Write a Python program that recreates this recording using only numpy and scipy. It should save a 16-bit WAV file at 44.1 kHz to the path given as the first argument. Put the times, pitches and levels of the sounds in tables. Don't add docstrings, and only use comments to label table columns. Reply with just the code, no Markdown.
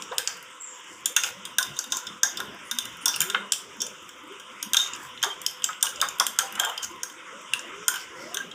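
import sys
import numpy as np
from scipy import signal
from scipy.fft import rfft, irfft, next_fast_len
from scipy.io import wavfile
from scipy.ndimage import uniform_filter1d, minimum_filter1d

SR = 44100
rng = np.random.default_rng(int(sys.argv[2]) if len(sys.argv) > 2 else 0)


def waveform_to_disk(signal):
    frames = np.transpose(np.atleast_2d(signal))
    scaled = np.clip(frames, -1, 1) * 32767
    samples = np.round(scaled).astype(np.int16)
    wavfile.write(sys.argv[1], SR, samples)


N = 376613

# start in seconds, level of the main treble modes in dB, then low, middle and top
# modes in dB against it, favoured middle and treble pitch in Hz (set by the struck spot), ring length as a factor.
FORK_KNOCKS = [(0.022, -20, -36, -9, -19, 3340, 6000, 0.24), (0.117, -43, 7, 3, -22, 3620, 5700, 1),
               (0.1819, -5.5, -28, -11.5, -8, 3400, 6420, 0.21),
               (0.2744, -6.5, -31, -20, -24, 3120, 4980, 0.41),
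               (0.3694, -40, -25, -12, -7, 3300, 7760, 0.78),
               (1.057, -9.5, -29, -12, -7.5, 3460, 7100, 1.5),
               (1.1634, -7, -16, -13.5, -8, 2740, 6410, 0.78),
               (1.1653, -5, -43, -10, -16, 3500, 6570, 0.69),
               (1.235, -13, -16.5, -9.5, -12, 2550, 6600, 2.1),
               (1.452, -26.5, -35, -3, -6, 3500, 8050, 1.8),
               (1.5837, -6.5, -14, -7.5, -4.5, 3550, 6250, 0.59),
               (1.627, -14.5, -24, -13, -14, 3620, 5090, 1.36),
               (1.7657, -37.5, -18, 0.5, -2, 3670, 6370, 1.8),
               (1.7893, -11.5, -23.5, -23.5, -15, 3570, 6450, 0.76),
               (1.8404, -32.5, -24, -5, -5, 3670, 7160, 1.3),
               (1.921, -12.5, -20.5, -9, -14, 3626, 6000, 2.3),
               (1.969, -17.5, -37, -27, -12, 3530, 6900, 0.82),
               (2.068, -26.5, -36, -3.5, -16, 3580, 5350, 3.1),
               (2.232, -0.5, -20, -18.5, -17, 3570, 6430, 0.76),
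               (2.371, -24.5, -25, -4, -7, 3590, 4660, 3.2), (2.4019, -26, -2, -1, -1, 3600, 6100, 0.54),
               (2.712, -16.5, -16.5, -10, -7.5, 3650, 6000, 1.4),
               (2.786, -14, -23, -6, -5, 3580, 6350, 0.78),
               (2.8534, -26.5, -15, -8.5, -4.5, 2920, 6050, 1.4),
               (3.0565, -8.5, -24, -12, -7.5, 3570, 6060, 2),
               (3.0799, -10, -26, -14, -9.5, 3580, 5650, 3.5), (3.14, -29, -18, 1, -21, 2684, 5750, 1.3),
               (3.1604, -24, -13, -7.5, 0, 2730, 5020, 1.4), (3.2047, -8, -23, -12.5, -6, 3140, 7020, 0.71),
               (3.216, -14.5, -25, -9, -0.5, 2380, 7430, 1.9), (3.299, -19, -14, -4.5, -9, 3565, 8050, 1.2),
               (3.3468, -37, 20.5, 21, -26, 3080, 5350, 0.45),
               (3.5206, -3, -29.5, -15.5, -12, 3340, 8000, 0.31),
               (3.5336, -24, -29, -2.5, -14, 3080, 4650, 0.63), (3.58, -32, -30, -23, -6, 3300, 7850, 0.6),
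               (3.8032, -20, -39, -13, -23, 3410, 5530, 7.5),
               (3.8166, -13, -31, -16.5, -15.5, 3470, 5760, 1.5),
               (3.865, -23, -33, -15, -11, 3080, 7050, 0.95), (4.09, -37, -10, -10, -8, 3280, 7900, 1.4),
               (4.3977, -34.5, -11, -8, -11, 3300, 6100, 1.7),
               (4.627, -16.5, -26.5, -12.5, -6, 3490, 5830, 0.69),
               (4.7334, -7.5, -22, -7.5, -7, 3540, 6340, 0.79),
               (4.7436, -10.5, -15.5, -2.5, -6.5, 3230, 6400, 0.7),
               (4.7679, -5, -23.5, -5, -13, 3623, 6580, 0.92),
               (4.7964, -21.5, -18, -10, -21, 3300, 6400, 2.5),
               (4.934, -22.5, -27, -14, -30, 2780, 7100, 0.98),
               (4.9492, -33, -24, -13, -18, 3150, 5530, 1.4),
               (4.961, -38, -16, -16, -1.5, 2790, 6300, 0.67),
               (5.175, -45, -18, 13.5, -41, 3530, 5050, 0.51), (5.218, -36, -25, 1, -25, 3020, 5150, 0.61),
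               (5.2278, -14.5, -15, -8, -10, 3190, 6520, 0.89),
               (5.2356, -14, -7, -4, -13, 3420, 5170, 0.22),
               (5.2434, -15.5, -34, -13, -12, 3590, 6650, 0.6),
               (5.416, -28.5, -32, -15, -2, 2940, 6800, 0.4),
               (5.4633, -9, -51, -12.5, -12, 3140, 5160, 0.58),
               (5.5103, -35, -28, -17, 0, 3280, 12500, 0.27), (5.621, -40.5, -10, 8.5, 1, 3180, 8650, 0.51),
               (5.633, -33, -30, -19, -20, 3020, 6300, .5), (5.6415, -6.5, -32, -15, -15, 3080, 7400, 0.79),
               (5.687, -30.5, -3.5, -7, -21, 3250, 5300, 0.55), (5.7302, -39, -7, 3, -19, 3270, 7100, 0.81),
               (5.809, -28, -25, -14, -19, 3000, 5440, 0.5), (5.813, -34, -24, -14, -17, 3030, 6500, 0.43),
               (5.8269, -5.5, -27, -10.5, -3.5, 3470, 6810, 0.61),
               (5.856, -21.5, -19, -4, -12, 3540, 5000, 0.43), (5.867, -25, -9.5, -1, -7, 2920, 6500, 1.1),
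               (5.893, -37, -23, -15, 4, 3220, 6500, 0.5), (5.959, -24.5, -41, -24, -33, 2980, 4950, 0.59),
               (5.998, -32, -25, -14, -17, 3170, 7000, 0.5), (6.002, -37.5, -20, 9, -3, 2960, 7800, 0.5),
               (6.014, -8.5, -21, -8, -6.5, 3620, 4780, 0.68), (6.086, -18, -40, -20, -14, 3030, 7100, 1.4),
               (6.1846, -35, -25, -5, 1, 3200, 7800, 0.5), (6.1979, -6, -17.5, -11.5, -8, 3350, 5500, 0.53),
               (6.266, -11, -20, -10, -5, 3250, 7100, 0.14), (6.362, -41, -30, -20, -4, 3200, 4800, .4),
               (6.3877, -2.5, -18.5, -15.5, -10, 3320, 8040, 0.43),
               (6.3931, -25, -2, 3.5, -10, 3180, 6500, 0.46),
               (6.5237, -36.5, -8, -6, 2.5, 2750, 6000, 0.96),
               (6.553, -29.5, -17, -3.5, -8, 2940, 7700, 1.6), (6.592, -36.5, -15, 2, -8, 3020, 7160, 1.1),
               (6.597, -11.5, -15, -6, -9.5, 3230, 7280, 1.14), (6.609, -39, -10, -2, -10, 3150, 6500, 1),
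               (6.634, -33.5, 8.5, 4, -17, 3220, 4900, .8), (6.641, -37, 0, 8, -15, 3250, 5230, 0.87),
               (6.6477, -20, -11, -6.5, -8, 3270, 7260, 2.1), (6.656, -36, -13, 4, -10, 3230, 6500, 1.5),
               (6.688, -37, -6, 0, -9, 3070, 6540, 1.4), (6.696, -28, -20, -4, -8, 2970, 7200, 1.8),
               (6.7762, -23, -33, -5, -11, 3130, 5240, 1), (6.8287, -21.5, -20, -12, -11, 2990, 6720, 2.2),
               (6.844, -21, -18, -22, -10, 2730, 6420, 0.84),
               (7.0322, -15.5, -19.5, -20, -11.5, 3210, 6500, 0.79),
               (7.098, -38, -6, -5, -6, 3250, 6570, 1.2), (7.5352, -16.5, -15, 1, -4, 2790, 9000, 0.49),
               (7.593, -23, -17, -23, -24, 2780, 6850, 0.39),
               (7.881, -2.5, -18, -19, -8.5, 3190, 6460, 0.82),
               (7.9399, -30, -2.5, -1.5, 0, 3240, 6260, 0.86), (7.957, -30, -9, -2, -1, 3030, 6300, 1.9),
               (8.264, -48, -20, -13, -24, 3600, 7000, 0.4), (8.344, -21.5, -20, -8, -1.5, 3510, 6200, 1.3),
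               (8.3703, -18, -10.5, -5.5, -16, 3240, 6330, 0.64),
               (8.4136, -47, -20, -10, 4, 3580, 9800, 0.48), (8.513, -36.5, -15, 0.5, -28, 3230, 7800, 1.7)]
# pitch in Hz, width in Hz at ring length 1, level in dB within its zone.
BOWL_MODES = [(870, 580, 7.5), (1013, 123, 23.5), (1170, 100, 6.5), (1425, 55, 15.5), (1590.5, 35, 14.5),
              (1750, 420, -10), (2854, 92, 3.5), (3142, 108, 4), (2530, 360, -1), (3329, 71, -6.5),
              (3550, 130, -10.5), (3600, 56, -7.5), (3955, 46, -17.5), (4930, 115, -10.5), (4985, 170, 1.5),
              (5430, 164, 5), (5870, 65, -4.5), (6390, 176, 5.5), (6010, 280, -11), (6717, 126, -1),
              (7600, 110, -11), (7220, 220, 7.5), (7700, 97, -7), (8800, 96, -6), (9340, 180, -4.5),
              (10390, 540, -1), (9590, 230, -6.5), (11070, 280, -12.5), (13530, 600, -4), (12500, 137, -5),
              (14340, 1800, 7), (14900, 450, -1)]
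# start in seconds, level in dB before the favoured modes are lifted,
# length in seconds, favoured pitch in Hz.
WALL_SCRAPES = [(0.0, -56, 0.053, 7360), (0.285, -55, 0.11, 5070), (2.623, -56, 0.088, 9300),
                (0.853, -60, 0.18, 7380), (1.18, -43.5, 0.11, 6260), (1.224, -33.5, 0.09, 2530),
                (1.72, -55, 0.11, 6500), (1.895, -44, 0.12, 6400), (3.002, -50, 0.046, 9300),
                (3.068, -43.5, 0.15, 5400), (4.77, -44.5, 0.14, 6670), (4.983, -43.5, 0.11, 8050),
                (5.83, -44, 0.094, 6650), (6.6, -53, 0.11, 3180), (6.82, -41, 0.043, 6600),
                (7.043, -62, 0.12, 6500), (7.89, -49, 0.17, 5370), (8.145, -55.5, 0.21, 5410)]
STIR_DB = -57


def from_db(db):
    return 10 ** (np.asarray(db) / 20)


def rms_one(x):
    return x / np.sqrt(np.mean(x ** 2) + 1e-20)


def in_time(rows):
    s, *columns = np.transpose(rows)
    return [np.interp(np.arange(N) / SR, s, column) for column in columns]


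def at_hz(points, hz):
    points = np.array(points)
    return np.interp(np.log(hz), np.log(points[:, 0]), points[:, 1])


def filtered(x, order, hz, kind="low"):
    return signal.sosfilt(signal.butter(order, hz, kind, fs=SR, output="sos"), x)


def low_noise(hz, shape):
    return rms_one(filtered(rng.standard_normal(shape), 2, hz))


def resonance(x, hz, width):
    r = np.exp(-np.pi * width / SR)
    return signal.lfilter(np.array([1, 0, -1]) * (1 - r * r) / 2, [1, -2 * r * np.cos(2 * np.pi * hz / SR), r * r], x)


def drift(rate):
    r = np.exp(-2 * np.pi * rate * 40 / SR)
    noise = rng.standard_normal(N // 40 + 2002)
    slow = signal.lfilter([1], [1, -2 * r, r * r], noise)[2000:]
    return np.interp(np.arange(N) / 40, np.arange(len(slow)), rms_one(slow))


def patchy_noise(spectrum, patchy_db, rate, shared):
    size = next_fast_len(N, True)
    hz = np.fft.rfftfreq(size, 1 / SR) + 1
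    coloured, out = rfft(rng.standard_normal(size)) * from_db(at_hz(spectrum, hz)), 0
    together = drift(rate)
    for centre in np.arange(np.log2(spectrum[1][0]), np.log2(spectrum[-1][0]) + .25, .25):
        band = np.clip(1 - 4 * np.abs(np.log2(hz) - centre), 0, 1)
        swell = from_db(patchy_db * (shared * together + drift(rate)))
        out = out + swell * irfft(coloured * band, size)[:N]
    return rms_one(out)


def knocks(scatter_db, detune, favour_db, crack_db, crack_s, rise_cycles, spread_s):
    # lower edge in Hz, upper edge in Hz.
    zones_hz = [(750, 1250), (1300, 2200), (2400, 3400), (3450, 4000), (4700, 8200), (8400, 15500)]
    deepest_db, crest_db = -11, 4.5
    split_hz, lean_hz, lean_db = 3514, 143, 10
    treble_favour, favour_reach = 0.5, 0.1
    press_s = 0.018
    ring_on, treble_ring_on, top_ring_on = 0.41, 0.35, 0.15
    chatter, chatter_hz = 0.48, 143
    attack_s = 0.00068

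    out, t = np.zeros(N + SR), np.arange(int(.1 * SR)) / SR
    hz, width, mode_db = np.transpose(BOWL_MODES)
    count = len(FORK_KNOCKS)
    level_chance, pitch_chance = rng.standard_normal((2, count, len(hz)))
    tines = np.sort(rng.random((count, 4)) ** 2)
    tines = (tines - tines[:, :1]) * spread_s
    which = np.maximum(rng.integers(0, 4, (count, len(hz))) - 1, 0)
    since = t - tines[:, :, None]
    crack_shape = (np.exp(-np.abs(since) / crack_s) * (since > 0)).sum(axis=1)
    snap = rng.standard_normal((count, len(t))) * crack_shape
    cracks = [filtered(snap, 4, zone, "band") for zone in zones_hz]
    waver = low_noise(chatter_hz, (64, len(t)))
    lasting = np.select([hz > zones_hz[5][0], hz > zones_hz[4][0]], [top_ring_on, treble_ring_on], ring_on)[:, None]

    for k, (s, db, low_db, middle_db, top_db, low_hz, high_hz, length) in enumerate(FORK_KNOCKS):
        lean = .5 + .5 * np.tanh((low_hz - split_hz) / lean_hz)
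        lower_middle_db, upper_middle_db = middle_db - lean_db * lean, middle_db - lean_db * (1 - lean)
        zones_db = crest_db + np.array([low_db + deepest_db, low_db, lower_middle_db, upper_middle_db,
                                        -crest_db, top_db])
        pitch = hz * (1 + detune * np.minimum(hz / 4000, 1) * pitch_chance[k])
        near = 0
        for spot, share in ((low_hz, 1), (high_hz, treble_favour)):
            pitch[np.abs(hz - spot).argmin()] = spot
        for spot, share in ((low_hz, 1), (high_hz, treble_favour)):
            near = near + share * np.exp(-(np.log(pitch / spot) / favour_reach) ** 2)

        age = np.maximum(since[k, which[k]], 0)
        swell = 1 - np.exp(-hz[:, None] * age / rise_cycles)
        decay = np.exp(-np.pi * width[:, None] / max(length, .2) * age)
        rings = swell * decay * np.sin(2 * np.pi * pitch[:, None] * age)
        scatter = scatter_db * np.clip(1 - near, 0, 1) * level_chance[k]
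        rings *= from_db(mode_db + favour_db * near + scatter)[:, None]
        rings *= lasting + (1 - lasting) * np.exp(-age / press_s)
        wobble = waver[(k + np.arange(len(hz))) % len(waver)]
        rings *= 1 + chatter * np.minimum(age * chatter_hz, 1) * wobble

        for (low, high), zone_db, crack in zip(zones_hz, zones_db, cracks):
            ring = rings[(hz > low) & (hz < high)].sum(axis=0)
            ring = ring / np.abs(ring).max()
            ring = ring + from_db(crack_db) * crack[k] / np.abs(crack[k]).max()
            ring = np.minimum(t / attack_s, 1) * ring / np.abs(ring).max()
            out[round(s * SR):][:len(t)] += from_db(db + zone_db) * ring
    return out[:N]


def pressure():
    skid_db, skid_swell_s, skid_t60_s = -31, 0.017, 0.26
    t = np.arange(N) / SR
    skids = from_db(STIR_DB + 3 * drift(16.0))
    after = t[:SR // 2]
    skid = np.minimum(after / skid_swell_s, 1) * from_db(skid_db - 60 * after / skid_t60_s)
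    for s, db, *_ in FORK_KNOCKS:
        start = round(s * SR)
        skids[start:][:len(skid)] += from_db(db) * skid[:N - start]
    scrapes = [from_db(db) * np.sin(np.pi * np.clip((t - s) / length, 0, 1)) for s, db, length, _ in WALL_SCRAPES]
    return skids, np.array(scrapes)


def drag(per_s, uneven_db):
    bright_db_per_octave, bright_follows = 3.5, 0.077
    favour_db, favour_reach = 28, 0.064
    skids, scrapes = pressure()
    harder_db = 20 * np.log10(skids + scrapes.sum(axis=0)) - STIR_DB
    tilt_db = bright_db_per_octave + bright_follows * harder_db
    strength = from_db(uneven_db * np.minimum(rng.exponential(1, N), 4))
    slips = (rng.random(N) < per_s / SR) * strength * rng.choice([-1, 1], N)
    out, spots = 0, np.array(WALL_SCRAPES)[:, 3]
    for hz, width, db in BOWL_MODES:
        favour = from_db(favour_db * np.exp(-(np.log(hz / spots) / favour_reach) ** 2))
        level = skids + favour @ scrapes
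        ring = rms_one(resonance(slips, hz, 3 * width))
        out = out + level * from_db(db + tilt_db * np.log2(hz / 6000)) * ring
    out = filtered(out, 1, 8000)
    return out / np.sqrt(np.sum(from_db(np.array(BOWL_MODES)[:, 2]) ** 2))


def sings():
    # start in seconds, level in dB before the decay, pitch in Hz, swell in seconds,
    # time to fall 60 dB in seconds.
    free_modes = [(4.769, -16, 3710, 0.0022, .06), (4.786, -19, 3711, 0.018, 0.24),
                  (4.78, -30, 6350, 0.036, 0.36), (6.632, -30.5, 3200, .006, 0.3),
                  (5.3, -30, 3150, .006, .2), (8.4, -26, 1600, .004, .12),
                  (5.688, -24.5, 1270, 0.0045, 0.074), (1.585, -24.5, 1500, 0.003, .2)]
    out, t = np.zeros(N + SR), np.arange(SR // 2) / SR
    waver = low_noise(40, (len(free_modes), len(t)))
    for (s, db, hz, swell, t60), wobble in zip(free_modes, waver):
        shape = np.minimum(t / swell, 1) * from_db(db - 60 * t / t60) * (1 + 0.42 * wobble)
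        out[round(s * SR):][:len(t)] += shape * np.sin(2 * np.pi * hz * t)
    return out[:N]


def slaps(sharpness):
    # start in seconds, level in dB before
    # the decay, centre in Hz, time to fall 60 dB in seconds, low bowl ring in Hz, ring in dB against the slap.
    wall_slaps = [(0.187, -35, 1180, 0.095, 1570, 5), (0.276, -43.5, 1300, 0.26, 1588, 6),
                  (0.117, -28, 880, 0.14, 1280, -17), (1.163, -28, 1610, 0.17, 1440, -9),
                  (1.597, -38.5, 1080, 0.19, 1066, 8), (1.924, -43, 1100, 0.16, 1044, 12.5),
                  (2.235, -38, 740, 0.29, 1400, -9), (2.389, -42, 1030, 0.31, 1030, -0.5),
                  (3.058, -34, 960, 0.2, 965, -9), (3.21, -41.5, 1320, 0.11, 1616, 17),
                  (3.344, -18.5, 1280, 0.079, 1495, -7), (4.744, -25.5, 1310, 0.074, 1360, 2),
                  (5.232, -27.5, 960, 0.26, 1173, -8), (5.686, -31, 1120, 0.12, 1260, -4),
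                  (5.83, -33, 980, 0.18, 1074, 0), (6.02, -20, 1100, 0.15, 1020, -20),
                  (6.2, -19, 1030, 0.12, 1152, -25), (6.388, -36, 1200, 0.22, 1350, 9),
                  (6.41, -42, 586, 0.27, 786, 8), (6.57, -35.5, 1220, 0.29, 1540, -5),
                  (6.598, -32.5, 835, 0.39, 1580, -5), (6.62, -34, 880, 0.23, 950, -15),
                  (6.641, -35.5, 1120, 0.3, 1390, -16), (6.665, -30.5, 810, 0.21, 1010, -18),
                  (6.689, -38, 730, 0.15, 764, -12), (7.886, -47.5, 1500, 0.41, 1525, 12)]
    ring_width_hz, swell_cycles = 8.8, 8.4
    out, t = np.zeros(N + SR), np.arange(int(.3 * SR)) / SR
    for s, db, hz, t60, ring_hz, ring_db in wall_slaps:
        noise = rng.standard_normal(len(t))
        body = rms_one(resonance(resonance(noise, hz, hz / sharpness), hz, hz / sharpness))
        body += from_db(ring_db) * rms_one(resonance(noise, ring_hz, ring_width_hz))
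        shape = from_db(db - 60 * t / t60) * np.minimum(t * hz / swell_cycles, 1)
        out[round(s * SR):][:len(t)] += shape * body
    return out[:N]


def gulps(rise, flutter_hz):
    # start in seconds, level in dB before the flutter,
    # pitch in Hz at 30 % of the gulp, length in seconds.
    air_pockets = [(0.108, -34, 493, 0.049), (0.169, -38, 472, .045), (0.228, -42.5, 486, 0.047),
                   (0.906, -48, 330, 0.04), (1.1, -50, 504, 0.044), (1.3, -49, 510, 0.095),
                   (1.367, -50, 192, 0.084), (2.098, -49.5, 194, 0.074), (2.482, -38.5, 205, 0.025),
                   (2.719, -44.5, 227, 0.065), (3.032, -46, 297, 0.079), (3.242, -42.5, 373, 0.11),
                   (3.336, -39, 476, 0.066), (3.777, -49.5, 227, 0.074), (4.225, -50, 314, 0.1),
                   (4.297, -45, 390, 0.064), (4.626, -52, 304, 0.065), (4.655, -43, 212, 0.07),
                   (5.258, -38.5, 387, 0.036), (5.87, -51, 507, 0.066), (6.41, -44, 464, 0.049),
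                   (6.653, -43.5, 457, 0.073), (6.901, -46.5, 347, 0.08), (7.109, -50.5, 309, 0.095),
                   (7.16, -58, 496, 0.11), (7.326, -51, 561, 0.12), (7.499, -57, 137, 0.091),
                   (7.708, -50.5, 406, 0.24), (8.02, -63, 435, 0.052), (8.16, -45.5, 533, 0.13),
                   (8.254, -44.5, 646, 0.11), (8.343, -42.5, 397, 0.057), (8.438, -51, 385, 0.12)]
    out = np.zeros(N + SR)
    flutter = low_noise(flutter_hz, N + SR)
    for s, db, hz, length in air_pockets:
        part = np.arange(int(length * SR)) / (length * SR)
        tone = np.sin(2 * np.pi * np.cumsum(hz * (1 + rise * (part - .3))) / SR)
        out[round(s * SR):][:len(part)] += from_db(db) * np.sin(np.pi * np.sqrt(part)) * tone
    return (out * (1 + 0.48 * flutter))[:N]


def spatter():
    per_s, level_db, spread_db, decay_s = 7., -50, 5.1, 0.0032
    drops = (rng.random(N) < per_s / SR) * from_db(level_db + spread_db * rng.standard_normal(N))
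    shape = signal.lfilter([1], [1, -np.exp(-1 / (decay_s * SR))], drops + 1e-18)
    return filtered(shape * rng.standard_normal(N), 2, 5400, "high")


def slosh():
    # time in seconds, slosh level in dB, low bumps level in dB.
    slosh_curve = [(0.0, -46.5, -73), (0.16, -58, -53), (0.36, -54.5, -67), (0.73, -64.5, -80),
                   (1.05, -54.5, -69), (1.24, -66, -58.5), (1.64, -56, -70), (2.43, -48.5, -65),
                   (2.76, -58, -68), (3.04, -55.5, -62), (3.21, -49, -62), (3.35, -45, -80),
                   (3.64, -53, -64), (3.99, -59, -71.5), (4.5, -57.5, -73), (4.83, -51.5, -60),
                   (4.99, -62, -68), (5.45, -60.5, -71.5), (6.59, -52.5, -68), (6.87, -59, -63),
                   (7.11, -56.5, -77), (7.75, -53, -70), (8.04, -52.5, -64), (8.54, -49, -72)]
    # pitch in Hz, relative density in dB.
    rumble_spectrum = [(18, -40), (30, -40), (62, 8), (113, 6), (201, 2.5), (262, -3), (388, -2),
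                       (620, -7.5), (850, -17), (1100, -47)]
    slosh_db, bump_db = in_time(slosh_curve)
    rumble = patchy_noise(rumble_spectrum, patchy_db=5.0, rate=5.0, shared=0.8)
    bumps = signal.sosfiltfilt(signal.butter(3, 180, fs=SR, output="sos"), rumble)
    return from_db(slosh_db) * rms_one(rumble - bumps) + from_db(bump_db) * rms_one(bumps)


def chirp(rough_hz):
    upper, lower = (.597, -40.5, 7540), (0.66, -52, 6950)
    sag_hz_per_s, attack_s, hold_s, t60_s = 1400, 0.012, 0.044, 0.47
    out = 0
    for s, db, hz in (upper, lower):
        age = np.maximum(np.arange(N) / SR - s, 0)
        shape = np.minimum(age / attack_s, 1) * from_db(db - 60 * np.maximum(age - hold_s, 0) / t60_s)
        tone = np.sin(2 * np.pi * (hz - .5 * sag_hz_per_s * age) * age)
        out = out + shape * low_noise(rough_hz, N) * tone
    return out


def household_hiss():
    # time in seconds, level in dB.
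    hiss_curve = [(0.0, -43), (0.21, -42.5), (0.52, -46), (1.71, -44.5), (2.38, -43), (2.59, -45.5),
                  (3.09, -42), (3.26, -40.5), (3.59, -45.5), (3.88, -46.5), (4.47, -46), (4.92, -41.5),
                  (5.23, -46.5), (6.09, -44), (6.61, -41.5), (6.87, -45.5), (8.06, -42), (8.54, -44.5)]
    # pitch in Hz, relative density in dB.
    hiss_spectrum = [(500, -116), (850, -8), (904, 0.5), (1020, 8.5), (1150, 4.5), (1350, 7.5), (1800, -2),
                     (2050, 3), (2400, -1), (3000, 4.5), (3600, -2), (3880, -16), (4200, -34), (4700, -18),
                     (5560, -7.5), (6940, -9), (8140, -11), (9440, -23), (11500, -28), (13500, -47),
                     (16000, -38)]
    (hiss_db,) = in_time(hiss_curve)
    return from_db(hiss_db) * patchy_noise(hiss_spectrum, patchy_db=3.3, rate=6.0, shared=0.3)


def hum():
    # pitch in Hz, width in Hz, level in dB around which it drifts.
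    hum_strands = [(199, 38, -76.5), (303, 18, -68.5), (383.5, 11, -68.5), (506.4, 15, -60.5)]
    out = 0
    for hz, width, db in hum_strands:
        strand = rms_one(resonance(rng.standard_normal(N), hz, width))
        out = out + from_db(db + 1.45 * drift(25.0)) * strand
    return out


def kitchen(x, first_wall_s):
    # pitch in Hz, time to fall 60 dB in seconds.
    room_t60 = [(500, 0.52), (1300, 0.28), (3500, 0.36), (9000, 0.26), (15000, 0.27)]
    t = np.arange(int(.6 * SR)) / SR
    hz, tail = np.fft.rfftfreq(len(t), 1 / SR) + 1, 0
    white = rfft(rng.standard_normal(len(t)))
    for centre in np.arange(7, 15.):
        band = np.clip(1 - np.abs(np.log2(hz) - centre), 0, 1)
        tail = tail + irfft(white * band, len(t)) * from_db(-60 * t / at_hz(room_t60, 2 ** centre))
    tail = tail * np.clip(t / first_wall_s - 1, 0, 1)
    return signal.fftconvolve(x, tail / np.sqrt(np.sum(tail ** 2)))[:N]


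def scene():
    bowl = knocks(scatter_db=3.5, detune=0.012, favour_db=22.5, crack_db=-10.0, crack_s=0.0037,
                  rise_cycles=5.3, spread_s=.0022)
    bowl += drag(per_s=1500., uneven_db=2.5)
    bowl += slaps(sharpness=1.35) + gulps(rise=0.28, flutter_hz=42.0) + spatter()
    far = chirp(rough_hz=150)
    room = kitchen(from_db(-9.0) * bowl + from_db(3.0) * far, first_wall_s=0.0032)
    background = slosh() + household_hiss() + hum()
    return (bowl + sings() + far + room + background)[None]


def record(dry):
    ahead = int(0.0355 * SR)
    release = 200. / SR * np.arange(N)
    over_db = np.maximum(20 * np.log10(np.abs(dry[0]) + 1e-9) + 5, 0) * 0.47
    held = -minimum_filter1d(-over_db, ahead, origin=-(ahead // 2), mode="nearest")
    duck_db = np.maximum.accumulate(held + release) - release
    limited = dry * from_db(-uniform_filter1d(duck_db, size=60))
    heard = signal.sosfilt(signal.cheby2(12, 28, 15700, fs=SR, output="sos"), limited)
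    heard = heard - 0.11 * resonance(heard, hz=4320, width=49)
    heard = heard - 0.31 * resonance(heard, hz=11700, width=500)
    heard = filtered(heard, 1, 55, "high")
    return signal.sosfilt(signal.cheby2(12, 50, 16800, fs=SR, output="sos"), heard)


dry = scene()
out = record(dry)
waveform_to_disk(out)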